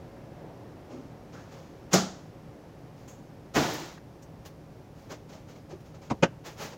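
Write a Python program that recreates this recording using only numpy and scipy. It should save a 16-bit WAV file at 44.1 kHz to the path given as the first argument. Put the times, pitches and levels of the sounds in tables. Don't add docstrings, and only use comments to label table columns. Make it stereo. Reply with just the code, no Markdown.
import sys
import numpy as np
from scipy import signal
from scipy.fft import rfft, irfft, next_fast_len
from scipy.io import wavfile

SR = 44100
rng = np.random.default_rng(int(sys.argv[2]) if len(sys.argv) > 2 else 0)


def inscribe(sig):
    pcm = np.round(np.clip(np.atleast_2d(sig).T, -1, 1) * 32767)
    wavfile.write(sys.argv[1], SR, pcm.astype(np.int16))


N = 298597
TIME = np.arange(N) / SR
TOP_HZ, ROOM_FADE_S = 15900, 0.53
# (frequency [Hz], difference against what they share [dB])
STEREO_WIDTH = [(60, -20), (170, -17), (280, -12), (600, -6), (1100, 0), (4000, 0), (15000, 0)]

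# (frequency [Hz], level [dB])
MOTOR_TONES = [(120.2, -59), (157.5, -57), (240.2, -73.5), (296.6, -66), (549.5, -64), (740.7, -72.5)]
# (frequency [Hz], relative level [dB])
FAN_COLOUR = [(15, -38), (25, -11), (92, -3.5), (162, -3), (182, -5.5), (310, -8), (555, -12), (694, -15),
              (756, -15), (1500, -28.5), (1950, -62), (3300, -120)]
AIR_COLOUR = [(880, -9.5), (1500, -4.5), (1620, -0.5), (2410, -5), (3350, -9), (3770, -10.5), (5660, -10.5),
              (8490, -20), (15200, -20), (16000, -25)]

# (time [s], level [dB], centre [Hz], width [Hz], rise [s], fade [s])
TOUCH_EVENTS = [(0.3, -49, 446, 447, 0.14, 1.2), (0.868, -42, 275, 100, 0.073, 0.59),
                (1.32, -54, 1420, 600, 0.042, 0.6), (1.9315, -25, 6000, 2980, 0.00085, 0.027),
                (1.9383, -21.5, 5600, 3000, 0.0017, 0.021), (1.937, -35, 13600, 4110, 0.004, 0.07),
                (3.076, -55, 6800, 1000, 0.0075, 0.34), (3.724, -49, 13600, 4500, 0.015, 0.14),
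                (3.974, -49.5, 1300, 900, 0.0068, 0.046), (4.216, -58.5, 6200, 2200, 0.016, 0.09),
                (5.095, -53, 1550, 500, 0.019, 0.15), (5.716, -40.5, 372, 35, 0.025, 0.067)]
# (time [s], rise [s], fade [s], level [dB], brightness [dB])
BRUSH_STROKES = [(0.885, 0.038, 0.64, -59, -10), (1.315, 0.026, 0.98, -56, -4.5), (1.505, 0.021, 1, -58, 1),
                 (1.906, 0.034, 0.091, -34.5, 0.5), (2.92, 0.098, 0.95, -65, 3),
                 (3.074, 0.008, 0.28, -58.5, 10), (4.216, 0.012, 0.15, -65, 13),
                 (4.444, 0.02, 0.13, -49, 8.5), (4.92, 0.091, 1, -62.5, 6), (5.087, 0.037, 0.14, -43.5, -3),
                 (5.283, 0.015, 0.2, -54.5, -2), (5.31, 0.031, 0.32, -54.5, -1),
                 (5.46, 0.047, 0.24, -55.5, 1), (5.55, 0.015, 0.26, -61, 2),
                 (5.684, 0.032, 0.22, -54.5, -6), (5.8, 0.008, 0.1, -61.5, 8), (5.845, 0.018, 0.39, -61, 3),
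                 (5.939, 0.0085, 0.15, -58, -6), (6.007, 0.022, 0.55, -56, -2),
                 (6.435, 0.034, 0.32, -44, 3.5), (6.555, 0.081, 0.36, -40, 3),
                 (6.71, 0.024, 0.084, -57, -9)]
# (frequency [Hz], relative level [dB])
BODY_COLOUR = [(88, -36), (150, -2), (242, -2.5), (582, 3.5), (697, -4), (866, -4.5), (1300, -10),
               (1690, -39), (2860, -120)]
RUSTLE_COLOUR = [(500, -30), (850, 2), (960, -9), (1050, -5), (1260, -5), (2480, -8), (3130, -10.5),
                 (3320, -10), (3680, -11.5), (5400, -10.5), (6740, -10.5), (9500, -37), (12400, -59),
                 (20900, -120)]
# (frequency [Hz], relative level [dB])
HISS_COLOUR = [(4710, -14), (8000, -10), (10400, -7.5), (11200, -6), (12700, -6.5), (15000, -1),
               (16000, -4)]

# (time [s], level [dB], landing time [s], softness [0 flat slap to 1 gradual],
# contact fade [s], room echo [dB], table ring level [dB], place [0 middle to 1 front edge])
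TABLE_BLOWS = [(1.9312, -18, 0.0085, 0.39, 0.29, -9.5, -20.5, 0.011),
               (3.555, -20.5, 0.009, 0.43, 0.38, -14, -26.5, 0.58),
               (6.099, -22.5, 0.0097, 0.42, 0.075, -31, -36, 0.49),
               (6.2233, -15.5, 0.0086, 1, 0.074, -33.5, -13.5, 0.93)]
# (frequency [Hz], relative level [dB])
SLAP_COLOUR = [(41, -67), (70, -41), (162, 7), (195, 7), (250, -11), (360, -5.5), (566, -12.5), (695, -1.5),
               (1000, -19), (1200, -11.5), (2370, -22), (6750, -15), (8860, -41.5), (14000, -35),
               (16000, -43)]
SHOVE_COLOUR = [(35, -50), (60, -12), (160, -3.5), (287, 1), (437, -17.5), (732, -8), (822, -6),
                (1220, -19), (1410, -12), (2840, -23), (6580, -30), (9350, -49), (14600, -39), (16000, -51)]
TAP_COLOUR = [(35, -35), (60, -12), (172, 9), (480, -8.5), (924, -4), (1580, -28), (2140, -20.5),
              (2900, -34), (3120, -29), (3850, -32), (6900, -33), (11500, -80), (16000, -101)]
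KNOCK_COLOUR = [(29, -53), (50, -24), (180, 8.5), (450, -10.5), (545, 2.5), (822, -24.5), (997, 1),
                (1120, -14.5), (1740, -11), (1910, -19), (3030, -15), (3580, -29), (6550, -24.5),
                (8140, -51), (16000, -74)]
# (frequency [Hz], fade [s], level hit mid-table [dB], level hit at edge [dB])
STEEL_TONES = [(158.3, 0.22, -17, -21), (175, 0.074, -25, 3), (187.7, 0.37, 2.5, -27.5),
               (302, 0.061, -16, -9), (359, 0.13, -1.5, -20.5), (409, 0.07, -27, -7.5),
               (547, 0.073, 0, -0.5), (604, 0.14, -9, -20), (698.4, 0.163, -4.5, -35.5),
               (913, 0.05, -19, -8.5), (1167, 0.25, -8.5, -45), (1257, 0.073, -6, -15.5),
               (1500, .08, -27.5, -18), (2128, 0.028, -11, -12.5), (2476, 0.028, -35.5, -7),
               (2986, 0.036, -22, -16), (6640, 0.049, -28, -20.5)]

# (frequency [Hz], relative level [dB])
RUMBLE_COLOUR = [(71, -39), (120, -6.5), (157, 0), (231, -11.5), (289, 0), (324, 1.5), (475, -8), (552, -4),
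                 (625, -8), (708, -8.5), (1000, -12.5), (1300, -39), (2200, -120)]
SCRAPE_COLOUR = [(410, -29), (700, -5), (924, -6.5), (1210, -8), (1480, -5), (1560, -14), (1700, -8),
                 (2600, -12.5), (4150, -12), (5130, -13.5), (5540, -12.5), (6930, -14.5), (8280, -28),
                 (10000, -37), (13000, -59), (22000, -120)]
# (level at full speed [dB], power the speed is raised to)
SLIDE_LAYERS = [(-28, 2.37), (-30, 2.05), (-46.5, 2.1)]


def amp(db):
    return 10 ** (np.asarray(db) / 20)


def at_hz(points, hz):
    known, values = np.transpose(points)
    return np.interp(np.log(np.maximum(hz, 1)), np.log(known), values)


def drift(rate):
    knots = rng.standard_normal(4096)
    wobble = np.interp(TIME * rate, np.arange(len(knots)), knots)
    return wobble / np.sqrt(np.mean(wobble ** 2) + 1e-20)


def stereo(mid, side, hz):
    return mid + side * amp(at_hz(STEREO_WIDTH, hz)) * np.array([[1], [-1]])


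def noise(colour, grain_db=0):
    size = next_fast_len(N)
    hz = np.fft.rfftfreq(size, 1 / SR)
    slips = rng.standard_normal((2, N)) * amp(grain_db * (drift(900) + .5 * drift(130)))
    mid, side = rfft(slips, size) * amp(at_hz(colour, hz)) * (hz < TOP_HZ)
    out = irfft(stereo(mid, side, hz), size)[:, :N]
    return out / np.std(out.mean(axis=0))


def band_pass(sound, low, high):
    return signal.sosfilt(signal.butter(2, [low, high], "band", fs=SR, output="sos"), sound)


def match_energy(sound, shape):
    return sound * np.sqrt(np.sum(shape ** 2) / np.sum(sound ** 2, axis=1, keepdims=True))


def swell(t, rise, fade):
    return np.sin(np.pi / 2 * np.clip(t / rise, 0, 1)) ** 2 * amp(-60 * np.clip((t - rise) / fade, 0, 2))


def add(out, start_s, sound):
    start = round(start_s * SR)
    out[:, start:start + sound.shape[-1]] += sound[..., :N - start]


def machine_hum(fan_db=-48.5, air_db=-64.5, waver_db=1.5, middle_start_db=2.5, sink_db_per_s=0.84):
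    out = amp(fan_db) * noise(FAN_COLOUR) + amp(air_db) * noise(AIR_COLOUR)
    for hz, db in MOTOR_TONES:
        phase = 2 * np.pi * hz * TIME + 0.51 * drift(9.2)
        out += np.sqrt(2) * amp(db + waver_db * drift(5.2)) * stereo(np.sin(phase), np.cos(phase), hz)
    middle = signal.sosfiltfilt(signal.butter(1, [190, 4000], "band", fs=SR, output="sos"), out)
    return out + middle * (amp(middle_start_db - sink_db_per_s * TIME) - 1)


def touches():
    out = np.zeros((2, N))
    for start_s, db, hz, width_hz, rise, fade in TOUCH_EVENTS:
        low, high = hz / (1 + width_hz / hz / 2), min(hz + width_hz / 2, TOP_HZ)
        shape = swell(TIME[:SR], rise, fade)
        steady = band_pass(rng.standard_normal((2, 2 * SR)), low, high)[:, SR:]
        rub = match_energy(steady * shape, shape)
        add(out, start_s, amp(db) * stereo(*rub, hz))
    return out


def brushes(body_db=1.5, hiss_db=-17):
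    gains = np.zeros((3, N))
    for start_s, rise, fade, db, bright_db in BRUSH_STROKES:
        shares_db = np.array([body_db - 0.9 * bright_db, 0, hiss_db + bright_db])
        add(gains, start_s, amp(db + shares_db)[:, None] * swell(TIME[:SR], rise, fade))
    colours = [BODY_COLOUR, RUSTLE_COLOUR, HISS_COLOUR]
    return sum(gain * noise(colour, grain_db=1.0) for gain, colour in zip(gains, colours))


def sheets_landing(t, colour, landing, softness, fade, echo_db, crackle_db=3.5):
    edges = np.geomspace(445, TOP_HZ + 400, 29) - 400
    slaps = rng.standard_normal((2, 2, len(t)))
    slaps *= amp(crackle_db * drift(703)[:len(t)] * np.exp(-t / (3 * landing)))
    attack = np.clip(t / landing, 0, 1) ** softness
    fading_s = np.maximum(t - 1.32 * landing, 0)
    out, power = 0, 0
    for k, (low, high) in enumerate(zip(edges, edges[1:])):
        hz = (low + high) / 2
        contact = amp(-60 * fading_s / (fade * (1000 / hz) ** 0.028))
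        room_fade = ROOM_FADE_S / np.hypot(1, (hz / 11000) ** 2)
        echo = amp(echo_db - 60 * fading_s / room_fade)
        shape = attack * np.hypot(contact, echo)
        band = match_energy(band_pass(slaps[k % 2] * shape, low, high), shape)
        dip_db = -8 * np.exp(-((hz - 170) / 60) ** 2)
        gain = amp(at_hz(colour, hz) + dip_db) * np.sqrt(high - low)
        out += gain * stereo(*band, hz)
        power += gain ** 2
    return out / np.sqrt(power)


def table_ring(t, rise, place):
    out = 0
    for hz, fade, middle_db, edge_db in STEEL_TONES:
        scatter = min(1, (hz / 500) ** 2)
        phase = 2 * np.pi * (hz * (t - rise) + scatter * rng.uniform(-0.34, 0.45))
        tone = stereo(np.sin(phase), np.cos(phase) * rng.choice([-1, 1]), hz)
        out += amp(middle_db + place * (edge_db - middle_db)) * swell(t, rise, fade) * tone
    return out


def blows():
    out, t = np.zeros((2, N)), TIME[:SR * 2 // 3]
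    for blow, colour in zip(TABLE_BLOWS, [SLAP_COLOUR, SHOVE_COLOUR, TAP_COLOUR, KNOCK_COLOUR]):
        start_s, db, landing, softness, fade, echo_db, ring_db, place = blow
        add(out, start_s, amp(db) * sheets_landing(t, colour, landing, softness, fade, echo_db))
        add(out, start_s, amp(ring_db) * table_ring(t, rise=1.25 * landing, place=place))
    return out


def slide(start_s=3.534, rise_s=0.03, slowing_per_s=1.84, stop_s=3.983, fade_s=0.088):
    t = TIME - start_s
    speed = np.clip(1 - slowing_per_s * t, 0, 1)
    moving = np.sin(np.pi / 2 * np.clip(t / rise_s, 0, 1)) ** 2
    moving *= amp(-60 * np.clip((TIME - stop_s) / fade_s, 0, 2))
    layers = noise(RUMBLE_COLOUR), noise(SCRAPE_COLOUR, grain_db=0.5), noise(HISS_COLOUR, grain_db=1.5)
    return moving * sum(amp(db) * speed ** power * x for (db, power), x in zip(SLIDE_LAYERS, layers))


def scene(hum_pan_db=0.28):
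    pan = amp(hum_pan_db * np.array([[-1], [1]]))
    return blows() + slide() + brushes() + touches() + machine_hum() * pan


def record(dry, bass_cut_hz=32):
    thinned = signal.sosfilt(signal.butter(1, bass_cut_hz, "high", fs=SR, output="sos"), dry)
    return signal.sosfilt(signal.ellip(12, .1, 80, TOP_HZ, fs=SR, output="sos"), thinned)


dry = scene()
out = record(dry)
inscribe(out)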